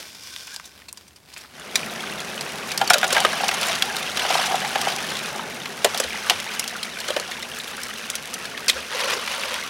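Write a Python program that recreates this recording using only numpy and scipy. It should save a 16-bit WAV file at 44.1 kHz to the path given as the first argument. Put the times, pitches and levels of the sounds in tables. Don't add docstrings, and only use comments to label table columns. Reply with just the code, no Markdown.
import sys
import numpy as np
from scipy import signal
from scipy.fft import rfft, irfft, next_fast_len
from scipy.io import wavfile

SR = 44100
rng = np.random.default_rng(int(sys.argv[2]) if len(sys.argv) > 2 else 0)


def inscribe(sig):
    pcm = np.round(np.clip(np.atleast_2d(sig).T, -1, 1) * 32767)
    wavfile.write(sys.argv[1], SR, pcm.astype(np.int16))


N = 427329

# start in seconds, level in dB, centre in Hz, crack against decay in dB.
STONE_CLACKS = [(1.7555, -11.5, 4000, -17), (2.4097, -24.5, 4400, 2), (2.717, -22.5, 3700, -6),
                (2.7764, -17.5, 5000, -4), (2.8132, -22.5, 2830, -6), (2.875, -20, 4530, -16),
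                (2.8995, -11, 5380, -19), (2.904, -13, 1670, -1), (2.9085, -19, 3380, -9),
                (2.9335, -12, 4600, -9), (2.9405, -12, 3920, -7.5), (2.983, -21.5, 4470, 1),
                (3.014, -26, 2900, 1), (3.0303, -20.5, 2260, -5), (3.041, -19, 3760, -10),
                (3.0485, -25, 2900, -12), (3.078, -26, 6340, -3), (3.105, -22, 2960, -8),
                (3.1277, -16, 5360, -3), (3.148, -21.5, 2400, -13), (3.165, -18, 1920, -19),
                (3.1795, -20.5, 2290, -9), (3.2034, -19, 4560, 6), (3.2492, -14.5, 1920, -14),
                (3.329, -25.5, 1700, -10), (3.4038, -42, 3500, -3), (3.4412, -26, 5210, -8),
                (3.482, -17.5, 4470, -4), (3.4885, -18, 2450, -11), (3.512, -22.5, 2000, -10),
                (3.541, -25.5, 6500, -6), (3.6125, -24, 5100, -2), (3.6305, -21, 3220, 1),
                (3.6682, -27, 7000, -4), (3.684, -27, 7060, -6), (3.754, -22.5, 3970, -2),
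                (3.823, -12.5, 3250, -1), (3.9226, -34, 4450, -11), (3.9664, -23.5, 3720, -2),
                (4.0265, -27, 3620, -11), (4.172, -20.5, 3130, -5), (4.194, -21, 3430, -14),
                (4.291, -29.5, 6430, -10), (4.304, -26, 3000, -13), (4.341, -20, 3150, -17),
                (4.3491, -26, 5550, -12), (4.4195, -35, 5000, -2), (4.4604, -28, 6000, 1),
                (4.556, -26, 3340, 6), (4.6025, -31, 5000, -4), (4.648, -26.5, 1780, -5),
                (4.7564, -22, 2670, -2), (4.8153, -23, 5250, 1), (4.885, -23.5, 3000, -4),
                (4.9634, -27, 4790, 10), (5.1004, -28, 4300, -13), (5.168, -26, 4000, -14),
                (5.1885, -28, 3840, -12), (5.3598, -33.5, 6000, -2), (5.656, -27, 2550, -21),
                (5.8448, -16, 7200, -22), (5.845, -12, 2970, -10), (5.945, -23, 3500, -8),
                (5.976, -22, 5550, 1), (5.9995, -17, 5800, -11), (6.038, -24, 3800, -7),
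                (6.298, -9, 3330, 2), (6.304, -19, 3020, -16.5), (6.401, -26.5, 3320, 1.5),
                (6.5375, -31, 4180, -3), (6.5954, -17.5, 5570, -2), (6.641, -28, 3240, 6),
                (6.678, -24, 5000, 1), (6.8293, -22, 4150, -11), (6.987, -30.5, 4170, -6),
                (7.003, -27, 4340, -1), (7.0847, -24, 3320, -1), (7.1035, -23.5, 3170, -19),
                (7.165, -22.5, 2560, -2), (7.1986, -25.5, 4450, 4), (7.313, -28, 3500, -11),
                (7.425, -27.5, 3700, -16), (7.5856, -32, 7400, -4), (7.8334, -26.5, 5340, -4),
                (8.101, -21.5, 6040, 3), (8.154, -22, 5700, -2), (8.3394, -23.5, 6000, -8),
                (8.575, -27.5, 2490, -15), (8.682, -13, 4650, -9), (8.69, -15, 4160, -20),
                (8.696, -10.5, 3660, -10), (9.0985, -24, 2420, -8), (9.275, -23.5, 2404, -19),
                (9.433, -25.5, 2370, -17), (9.542, -25.5, 2690, 10)]
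# start in seconds, level in dB, centre in Hz, t60 in seconds,
# crack against decay in dB.
PEBBLE_TICKS = [(0.3628, -30.5, 3500, .012, 8), (.4704, -37.5, 6000, .02, -4),
                (0.477, -39, 2500, 0.018, -5), (.538, -39, 6800, .03, -12), (.5443, -36, 5500, .02, -2),
                (0.5624, -28.5, 4940, 0.022, 6), (0.5984, -38, 1450, 0.011, 6), (.643, -42, 3760, .025, -7),
                (.655, -38, 6200, 0.031, -5), (0.818, -46, 1990, 0.019, -10),
                (0.884, -34, 4200, 0.049, -14), (.928, -33, 8650, .013, 11), (0.974, -36.5, 4800, 0.033, 0),
                (1.079, -46, 5840, 0.032, -8), (1.16, -44, 5060, 0.04, -11), (1.328, -46, 4150, 0.023, 2),
                (1.337, -37, 5000, 0.026, -11), (1.364, -36, 2450, 0.13, -3), (1.377, -38.5, 7000, .03, -8),
                (1.392, -47, 5500, .012, 7), (1.409, -40, 5500, 0.045, -12),
                (1.4457, -45.5, 1300, .035, -5), (1.598, -40, 7100, 0.024, 3)]
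# start in seconds, knock level in dB, its pitch in Hz,
# its t60 in seconds, panel ring in dB.
HOPPER_KNOCKS = [(2.814, -17.5, 772, 0.13, -20.5), (2.904, -16, 741, 0.13, -14.5),
                 (2.934, -31, 586, 0.073, -23), (2.941, -25, 720, 0.062, -21), (2.956, -24, 575, 0.17, -27),
                 (3.0303, -23.5, 750, 0.067, -19.5), (3.042, -23.5, 753, 0.18, -22),
                 (3.124, -24.5, 547, 0.074, -25), (3.165, -20.5, 796, 0.17, -16),
                 (3.249, -20, 523, 0.027, -15), (3.332, -30, 620, .05, -36), (3.405, -28, 734, .06, -33),
                 (3.435, -23, 790, 0.08, -29), (3.4876, -25.5, 780, .04, -29), (4.249, -27, 775, .045, -34),
                 (4.304, -20.5, 730, 0.021, -44), (4.353, -19.5, 767, 0.029, -33),
                 (4.389, -25, 723, 0.063, -41.5), (4.509, -27.5, 800, 0.056, -40),
                 (4.522, -25.5, 750, 0.04, -37), (4.5425, -19.5, 737, 0.044, -43),
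                 (4.7564, -22, 776, 0.087, -26.5), (4.87, -22, 767, 0.058, -31),
                 (5.394, -33, 990, 0.056, -31), (5.845, -14, 596, 0.081, -39),
                 (5.947, -29.5, 703, .04, -46), (6.001, -24.5, 507, 0.038, -28.5),
                 (6.043, -31.5, 528, 0.057, -42), (6.305, -23, 733, 0.092, -30),
                 (7.0862, -33, 520, 0.029, -33), (7.1035, -25, 545, 0.023, -43),
                 (7.164, -21.5, 561, 0.056, -33), (7.197, -35, 493, .04, -40)]
# ratio to its pitch, relative level in dB, share of the knock's t60.
WALL_MODES = [(.5, -12.5, 0.94), (.7, -7, 1), (0.859, -1, 0.66), (1, 9, 0.6), (1.15, -0.5, 0.66)]
# pitch in Hz, relative level in dB, t60 in seconds.
PANEL_MODES = [(1260, -2.5, .042), (1450, -0.5, 0.07), (1630, 2.5, 0.036), (2380, -7.5, 0.036),
               (2960, 0, 0.036), (3620, -1.5, 0.036)]
# time in seconds, pitch in Hz.
WALL_PITCH = [(2.9, 770), (2.96, 537), (3.2, 766), (4.55, 740), (5.6, 836), (5.85, 640), (6.02, 523),
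              (6.3, 700), (7.1, 534), (9.05, 501), (9.6, 580)]
# start in seconds, length in seconds, grit level in dB, wall ring in dB.
HAND_PUSHES = [(2.795, 0.2, -33, -36), (3.069, 0.15, -26, -25), (3.226, 0.13, -29, -47),
               (3.332, 0.14, -29.5, -30), (3.489, 0.094, -27.5, -43.5), (3.57, 0.16, -26, -35),
               (3.794, 0.055, -34, -33), (3.897, 0.2, -37.5, -39), (4.138, 0.12, -26, -35),
               (4.25, 0.19, -24, -42), (4.418, 0.15, -31, -32.5), (4.58, 0.18, -33.5, -35.5),
               (4.768, 0.14, -29.5, -32), (4.937, 0.1, -33, -47), (5.058, .11, -32.5, -56),
               (5.203, 0.056, -30, -52), (5.305, 0.04, -46, -31.5), (5.798, 0.23, -35, -54),
               (6.223, 0.11, -31, -52), (6.464, 0.065, -34, -64), (7.02, 0.17, -37, -44),
               (8.714, 0.082, -34, -42), (8.882, 0.079, -28.5, -36.5), (8.946, 0.19, -25.5, -33.5),
               (9.163, 0.064, -32.5, -62), (9.258, 0.3, -30.5, -42)]
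# time in seconds, spray level in dB, drumming level in dB.
WATER_LEVELS = [(0, -77, -110), (1.42, -75, -83), (1.55, -45.5, -49.5), (1.65, -41, -43.5),
                (1.8, -34, -37.5), (2.5, -34, -36.5), (4.0, -31, -38), (5.0, -31.5, -36.5), (5.6, -37, -38),
                (6.2, -31, -43.5), (6.9, -35, -44), (7.55, -34.5, -45), (8.0, -34, -48), (8.5, -36, -41),
                (8.87, -36, -47), (9.69, -33.5, -47)]
# pitch in Hz, width in Hz, relative level in dB.
HOPPER_MODES = [(147.5, 34, -4.5), (208, 41, -0.5), (243, 46, -1.5), (374, 87, -1.5), (640, 400, 2)]
BLADE_MODES = [(2380, 110, 3), (2770, 92, 6), (3500, 300, 7), (4660, 270, -14), (5000, 1500, 16),
               (6060, 80, -4), (8400, 360, -8)]
PUMP_MODES = [(70, 4.9, -60.5), (90.6, 6.8, -61.5)]
# start in seconds, length in seconds, level in dB, ring against rasp in dB.
SHOVEL_STROKES = [(-.03, 0.037, -36.5, -8), (0.043, 0.17, -45.5, 3), (0.203, 0.24, -41, 6),
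                  (0.476, 0.067, -41.5, 10), (0.62, 0.036, -47, 0), (0.703, 0.11, -52.5, -20),
                  (0.948, 0.081, -54, -4), (1.265, 0.065, -51, -5), (1.342, 0.087, -45, -24)]
# time in seconds, level in dB, pitch in Hz.
BLADE_BENDING = [(0, -55, 1520), (.15, -60, 1510), (.3, -52, 1550), (.46, -55, 1520), (.515, -45, 1520),
                 (.545, -44, 1610), (.6, -57, 1560), (.8, -64, 1520), (2, -110, 1515)]
# time in seconds, pitch in Hz.
BOX_PITCH = [(2.4, 196), (4.9, 203), (5.8, 208), (7.6, 228), (8.7, 238)]
# ratio to that pitch, width in Hz, level at full spray in dB.
BOX_MODES = [(1, 65, -48), (2, 44, -53.5)]
# start in seconds, level in dB, pitch in Hz.
GROUND_THUDS = [(1.83, -52, 79.6), (3.26, -47, 84.5), (5.86, -48, 90.7), (6.04, -45, 70), (6.33, -45.5, 98),
                (8.731, -45, 70)]
# frequency in Hz, gain in dB.
GRIT_EQ = [(250, -38), (500, 4), (1200, 7), (2000, 4), (3100, 5), (4200, 1), (6000, -2), (7600, -11.5),
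           (10000, -10), (12500, -19), (16000, -23)]
SPRAY_EQ = [(100, -31.5), (300, -4), (520, -0.5), (950, -1), (1550, 5), (2000, 3.5), (2700, 4),
            (4000, -0.5), (6000, -0.5), (7500, -8.5), (10000, -6.5), (12500, -14), (16000, -19.5)]
DROPLET_EQ = [(1000, -17), (3000, 3.5), (6000, 0), (10000, -1), (16000, -10)]
SCRAPE_EQ = [(150, 2), (500, 6.5), (1200, 5.5), (2500, 9), (5000, 6.5), (7000, -4), (10000, -2.5),
             (16000, -8)]
AIR_EQ = [(25, -25), (45, -21), (65, 16), (110, 6.5), (220, 9), (400, 2), (1200, -3), (3000, -6.5),
          (8000, -8.5), (16000, -16)]
LEFT_EQ = [(60, -1), (130, -.1), (300, .7), (700, 1.0), (1800, .3), (10000, .2)]
# frequency in Hz, side against mid in dB.
TEXTURE_WIDTH = [(30, -13), (65, -15), (150, -11.5), (270, -9), (450, -9), (750, -14.5), (1250, -24.5),
                 (2000, -73), (4000, -53), (8000, -9), (13000, -38)]
HIT_WIDTH = [(300, -35), (1200, -20.5), (4000, -34), (8000, -13.5), (14000, -25)]


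def stones(grit_gain):
    out, t = np.zeros(N + SR), np.arange(SR // 6) / SR
    # crack t60 in seconds, crack width as a share of its centre, dull knock in dB
    on_steel, on_stone = (.0021, .28, -20.5), (.0062, 1, -26)
    hits = [(*row, *on_steel, 990) for row in PEBBLE_TICKS]
    for s, db, hz, crack_db in [*STONE_CLACKS, *tumbling(grit_gain)]:
        t60 = .022 * np.exp(.087 * rng.standard_normal())
        wall_hz = np.interp(s, *np.transpose(WALL_PITCH))
        hits.append((s, db, hz, t60, crack_db, *on_stone, wall_hz))
    for s, db, hz, t60, panel_db in HOPPER_KNOCKS:
        add_hit(out, s, knock(t, hz, t60), db)
        add_hit(out, s, struck(t, PANEL_MODES, spread_db=4.5, detune=.027), panel_db)
    for s, db, hz, t60, crack_db, crack_t60, crack_width, knock_db, knock_hz in hits:
        add_hit(out, s, clack(t, hz, t60, crack_db, crack_t60, crack_width), db)
        add_hit(out, s, knock(t, knock_hz, t60=.026), db + knock_db)
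    return eq(out[:N], [(150, -20), (350, -1), (1000, 2.5), (1600, .5), (3000, -3), (6000, -5),
                        (10500, -2.5), (15000, -6.5)])


def clack(t, centre_hz, t60, crack_db, crack_t60, crack_width, ring_width_hz=150, ring_count=4):
    impact = rng.standard_normal(len(t)) * fade(t, crack_t60)
    crack = resonate(impact, centre_hz, crack_width * centre_hz)
    envelope = (1 - np.exp(-t / .002)) * (fade(t, t60) + from_db(-28) * fade(t, t60=.17))
    burst = rng.standard_normal(len(t)) * envelope
    scatter = (np.arange(ring_count) + rng.random(ring_count)) / ring_count * 2 - 1
    ring_hz = np.minimum(centre_hz * np.exp(.59 * scatter), SR / 3)
    scattered = sum(resonate(burst, hz, ring_width_hz) for hz in ring_hz)
    rings = resonate(burst, centre_hz, ring_width_hz) + from_db(-5.5) * scattered
    decay = rms_one(resonate(burst, centre_hz, .57 * centre_hz)) + from_db(1) * rms_one(rings)
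    return low_cut(rms_one(decay) + from_db(crack_db) * rms_one(crack), hz=1000)


def knock(t, pitch_hz, t60, attack_s=.00051):
    modes = [(ratio * pitch_hz, db, share * t60) for ratio, db, share in WALL_MODES]
    tone = struck(t, modes, spread_db=3, detune=.025)
    rattle = resonate(rng.standard_normal(len(t)) * fade(t, t60=.1), pitch_hz, .45 * pitch_hz)
    return (tone + from_db(-5) * rms_one(rattle)) * (1 - np.exp(-t / attack_s))


def tumbling(grit_gain, candidates=300, crack_db=-31):
    spray_gain = from_db(automation(WATER_LEVELS)[0])
    flow = np.hypot(spray_gain, grit_gain)
    per_s = .8 * spray_gain / spray_gain.max() + 10 * grit_gain / grit_gain.max()
    when, luck = rng.random((2, candidates))
    size_db, shape = rng.standard_normal((2, candidates))
    start = (when * N).astype(int)
    flow_db = 20 * np.log10(flow[start] / flow.max())
    db = -27.5 + .17 * flow_db + size_db
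    hz = 3500 * np.exp(.217 * shape)
    rows = np.transpose([start / SR, db, hz, np.full(candidates, crack_db)])
    return rows[luck < per_s[start] * N / SR / candidates]


def hand_pushes():
    power = np.zeros((2, N)) + 1e-12
    for s, length_s, grit_db, ring_db in HAND_PUSHES:
        push = gesture(s, length_s, attack_s=.056, release_db_per_s=158)
        power += (from_db([[grit_db], [ring_db]]) * push) ** 2
    return np.sqrt(power)


def sliding_gravel(grit_gain, ring_gain, bumps_per_s=35):
    crunch = spatter(per_s=450, spread_db=2.4, t60=.022)
    contacts = grains(per_s=1400, spread_db=1.5)
    ticks = from_db(-.5) * pings(contacts, low_hz=904.4, high_hz=12590, q=47, count=32)
    snaps = from_db(2) * spatter(per_s=70, spread_db=1.7, t60=.008)
    snaps = eq(snaps, [(1000, -13), (4000, -6), (9000, -1), (15000, 0)])
    grit = rms_one(eq(crunch + ticks + snaps, GRIT_EQ))
    pitch_hz = automation(WALL_PITCH)[0] * np.exp(.06 * drift(bumps_per_s))
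    bumps = rng.standard_normal(N) * from_db(4.5 * np.clip(drift(bumps_per_s), -2, 1))
    return grit_gain * grit + ring_gain * gliding_ring(bumps, pitch_hz, width_hz=122)


def water():
    spray_db, drum_db = automation(WATER_LEVELS)
    hiss = from_db(-.5) * rng.standard_normal(N) * from_db(drift(per_s=40))
    splats = spatter(per_s=170, spread_db=2.3, t60=.015)
    splats = eq(splats, [(500, -4), (2500, -3.5), (7000, -2), (14000, -6)])
    pops = grains(per_s=520, spread_db=3.1)
    bubbles = from_db(-6.5) * pings(pops, low_hz=400, high_hz=4000, q=20, count=48)
    spray = rms_one(eq(rms_one(hiss + splats) + bubbles, SPRAY_EQ))
    hopper = body(rng.standard_normal(N), HOPPER_MODES)
    drum = rms_one(eq(hopper, [(60, -13), (140, -3.5), (800, -2.5), (2000, 1.5)]))
    hum = pump_hum()
    splashing = from_db(spray_db) * (spray + droplets()) + surfacing_bubbles(spray_db)
    flow = from_db(spray_db - spray_db.max())
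    return splashing + from_db(drum_db) * drum + flow * (hum + box_drone())


def surfacing_bubbles(spray_db, per_s=30, centre_hz=1650, rise=.05):
    out, t = np.zeros(N + SR), np.arange(SR // 10) / SR
    count = int(per_s * N / SR)
    starts = rng.integers(0, N, count)
    variations = np.clip(rng.standard_normal((count, 2)), -2, 2)
    for start, (strength, tuning) in zip(starts, variations):
        hz = centre_hz * np.exp(.42 * tuning)
        t60 = .04 * np.sqrt(centre_hz / hz)
        phase = 2 * np.pi * hz * t * (1 + rise * t / t60 / 2)
        gain = from_db(spray_db[start] + 1 + 2.8 * strength)
        out[start:start + len(t)] += gain * fade(t, t60) * np.sin(phase)
    return out[:N]


def droplets():
    ticks = spatter(per_s=32, spread_db=1.3, t60=.014)
    return from_db(-12) * rms_one(eq(ticks, DROPLET_EQ))


def shovel(dig_end_s=1.7):
    power = np.zeros((2, N))
    for s, length_s, db, ring_db in SHOVEL_STROKES:
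        shares = np.array([[1], [from_db(ring_db) ** 2]])
        stroke = from_db(db) * gesture(s, length_s, attack_s=.026, release_db_per_s=134)
        power += shares / shares.sum() * stroke ** 2
    rasp_gain, steel_gain = np.sqrt(power)
    rasp = spatter(per_s=380, spread_db=2.2, t60=.008) + from_db(-1) * rng.standard_normal(N)
    steel = rms_one(body(rasp + rng.standard_normal(N), BLADE_MODES))
    scrape = rasp_gain * rms_one(eq(rasp, SCRAPE_EQ)) + steel_gain * steel
    crackle = rms_one(eq(spatter(per_s=110, spread_db=2.7, t60=.01), SCRAPE_EQ))
    digging = np.arange(N) / SR < dig_end_s
    return scrape + blade_bending() + from_db(-58) * digging * crackle


def blade_bending():
    db, pitch_hz = automation(BLADE_BENDING)
    upper = gliding_ring(rng.standard_normal(N), pitch_hz, width_hz=150)
    lower = rms_one(resonate(rng.standard_normal(N), hz=1070, width_hz=19))
    return from_db(db) * (upper + from_db(-9) * lower)


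def box_drone():
    pitch_hz, = automation(BOX_PITCH)
    return sum(from_db(db) * gliding_ring(rng.standard_normal(N), ratio * pitch_hz, width_hz)
               for ratio, width_hz, db in BOX_MODES)


def ground_thuds(swell_s=.024):
    out = np.zeros(N)
    for s, db, hz in GROUND_THUDS:
        t = np.maximum(np.arange(N) / SR - s, 0)
        out += from_db(db) * t / swell_s * np.exp(1 - t / swell_s) * np.sin(2 * np.pi * hz * t)
    return out


def stand_rumble(ring_gain, hz=98, width_hz=47):
    rumble = resonate(resonate(rng.standard_normal(N), hz, width_hz), hz, width_hz)
    return from_db(-57.5) * (ring_gain / ring_gain.max()) ** .39 * rms_one(rumble)


def pump_hum():
    return eq(body(rng.standard_normal(N), PUMP_MODES), [(40, -19), (65, 0), (500, 3)])


def open_air():
    return from_db(-55) * rms_one(eq(rng.standard_normal(N), AIR_EQ))


def from_db(db):
    return 10 ** (np.asarray(db) / 20)


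def rms_one(x):
    return x / np.sqrt(np.mean(x ** 2) + 1e-20)


def add_hit(track, s, hit, db, hold_s=.014):
    start = int(s * SR)
    track[start:start + len(hit)] += hit * from_db(db) * np.sqrt(hold_s * SR / np.sum(hit ** 2))


def automation(rows):
    s, *columns = np.transpose(rows)
    return [np.interp(np.arange(N) / SR, s, column) for column in columns]


def fade(t, t60):
    return np.exp(-np.log(1000) * t / t60)


def gesture(s, length_s, attack_s, release_db_per_s):
    t = np.arange(N) / SR - s
    return np.clip(t / attack_s, 0, 1) * from_db(-np.clip(release_db_per_s * (t - length_s), 0, 150))


def drift(per_s):
    knots = rng.standard_normal(N // 10)
    return np.interp(np.arange(N) * per_s / SR, np.arange(len(knots)), knots)


def eq(x, curve):
    size = 2 * next_fast_len(N // 2 + SR // 10)
    hz, db = np.transpose(curve)
    bin_hz = np.maximum(np.arange(size // 2 + 1) * SR / size, 1)
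    gain = from_db(np.interp(np.log(bin_hz), np.log(hz), db))
    cepstrum = irfft(np.log(gain))
    cepstrum[1:size // 2] *= 2
    cepstrum[size // 2 + 1:] = 0
    return irfft(rfft(x, size) * np.exp(rfft(cepstrum)))[:N]


def low_cut(x, hz):
    return signal.sosfilt(signal.butter(2, hz, "high", fs=SR, output="sos"), x)


def resonate(x, hz, width_hz):
    r = np.exp(-np.pi * width_hz / SR)
    feedback = [1, -2 * r * np.cos(2 * np.pi * hz / SR), r * r]
    return signal.lfilter(np.array([1, 0, -1]) * (1 - r * r) / 2, feedback, x + 1e-18)


def gliding_ring(x, pitch_hz, width_hz):
    carrier = np.exp(2j * np.pi * np.cumsum(pitch_hz) / SR)
    r = np.exp(-np.pi * width_hz / SR)
    return rms_one((signal.lfilter([1], [1, -2 * r, r * r], x / carrier + 1e-18) * carrier).real)


def body(x, modes):
    return sum((-1) ** k * from_db(db) * rms_one(resonate(x, hz, width_hz))
               for k, (hz, width_hz, db) in enumerate(modes))


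def struck(t, modes, spread_db, detune):
    out = np.zeros(len(t))
    for k, (hz, db, t60) in enumerate(modes):
        strength, tuning = rng.standard_normal(2)
        tone = np.sin(2 * np.pi * hz * (1 + detune * tuning) * t)
        out += (-1) ** k * from_db(db + spread_db * strength) * fade(t, t60) * tone
    return rms_one(out)


def grains(per_s, spread_db):
    sizes = from_db(spread_db * np.minimum(rng.exponential(1, N), 4.5))
    return rms_one((rng.random(N) < per_s / SR) * sizes * rng.choice([-1, 1], N))


def spatter(per_s, spread_db, t60):
    power = signal.lfilter([1], [1, -from_db(-120 / (t60 * SR))], grains(per_s, spread_db) ** 2 + 1e-18)
    return rms_one(np.sqrt(power) * rng.standard_normal(N))


def pings(clicks, low_hz, high_hz, q, count):
    dealt = rng.integers(0, count, N)
    return rms_one(sum(np.sqrt(hz) * rms_one(resonate(clicks * (dealt == k), hz, hz / q))
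                       for k, hz in enumerate(np.geomspace(low_hz, high_hz, count))))


def scene():
    air = open_air()
    grit_gain, ring_gain = hand_pushes()
    textures = air + water() + shovel() + sliding_gravel(grit_gain, ring_gain)
    thuds, rumble = ground_thuds(), stand_rumble(ring_gain)
    texture_pan, hit_pan = drift(per_s=40), drift(per_s=75)
    hits = stones(grit_gain)
    thud_side = from_db(1) * signal.hilbert(thuds, next_fast_len(N))[:N].imag
    mid = textures + hits + thuds
    side = eq(textures * texture_pan, TEXTURE_WIDTH) + eq(hits * hit_pan, HIT_WIDTH) + rumble + thud_side
    return np.array([eq(mid, LEFT_EQ) + side, mid - side])


def record(dry, top_hz=16000):
    clipped = dry / (1 + dry ** 4) ** .25
    high_cut = signal.ellip(12, .1, 80, top_hz, fs=SR, output="sos")
    return signal.sosfilt(high_cut, low_cut(clipped, hz=42))


dry = scene()
out = record(dry)
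inscribe(out)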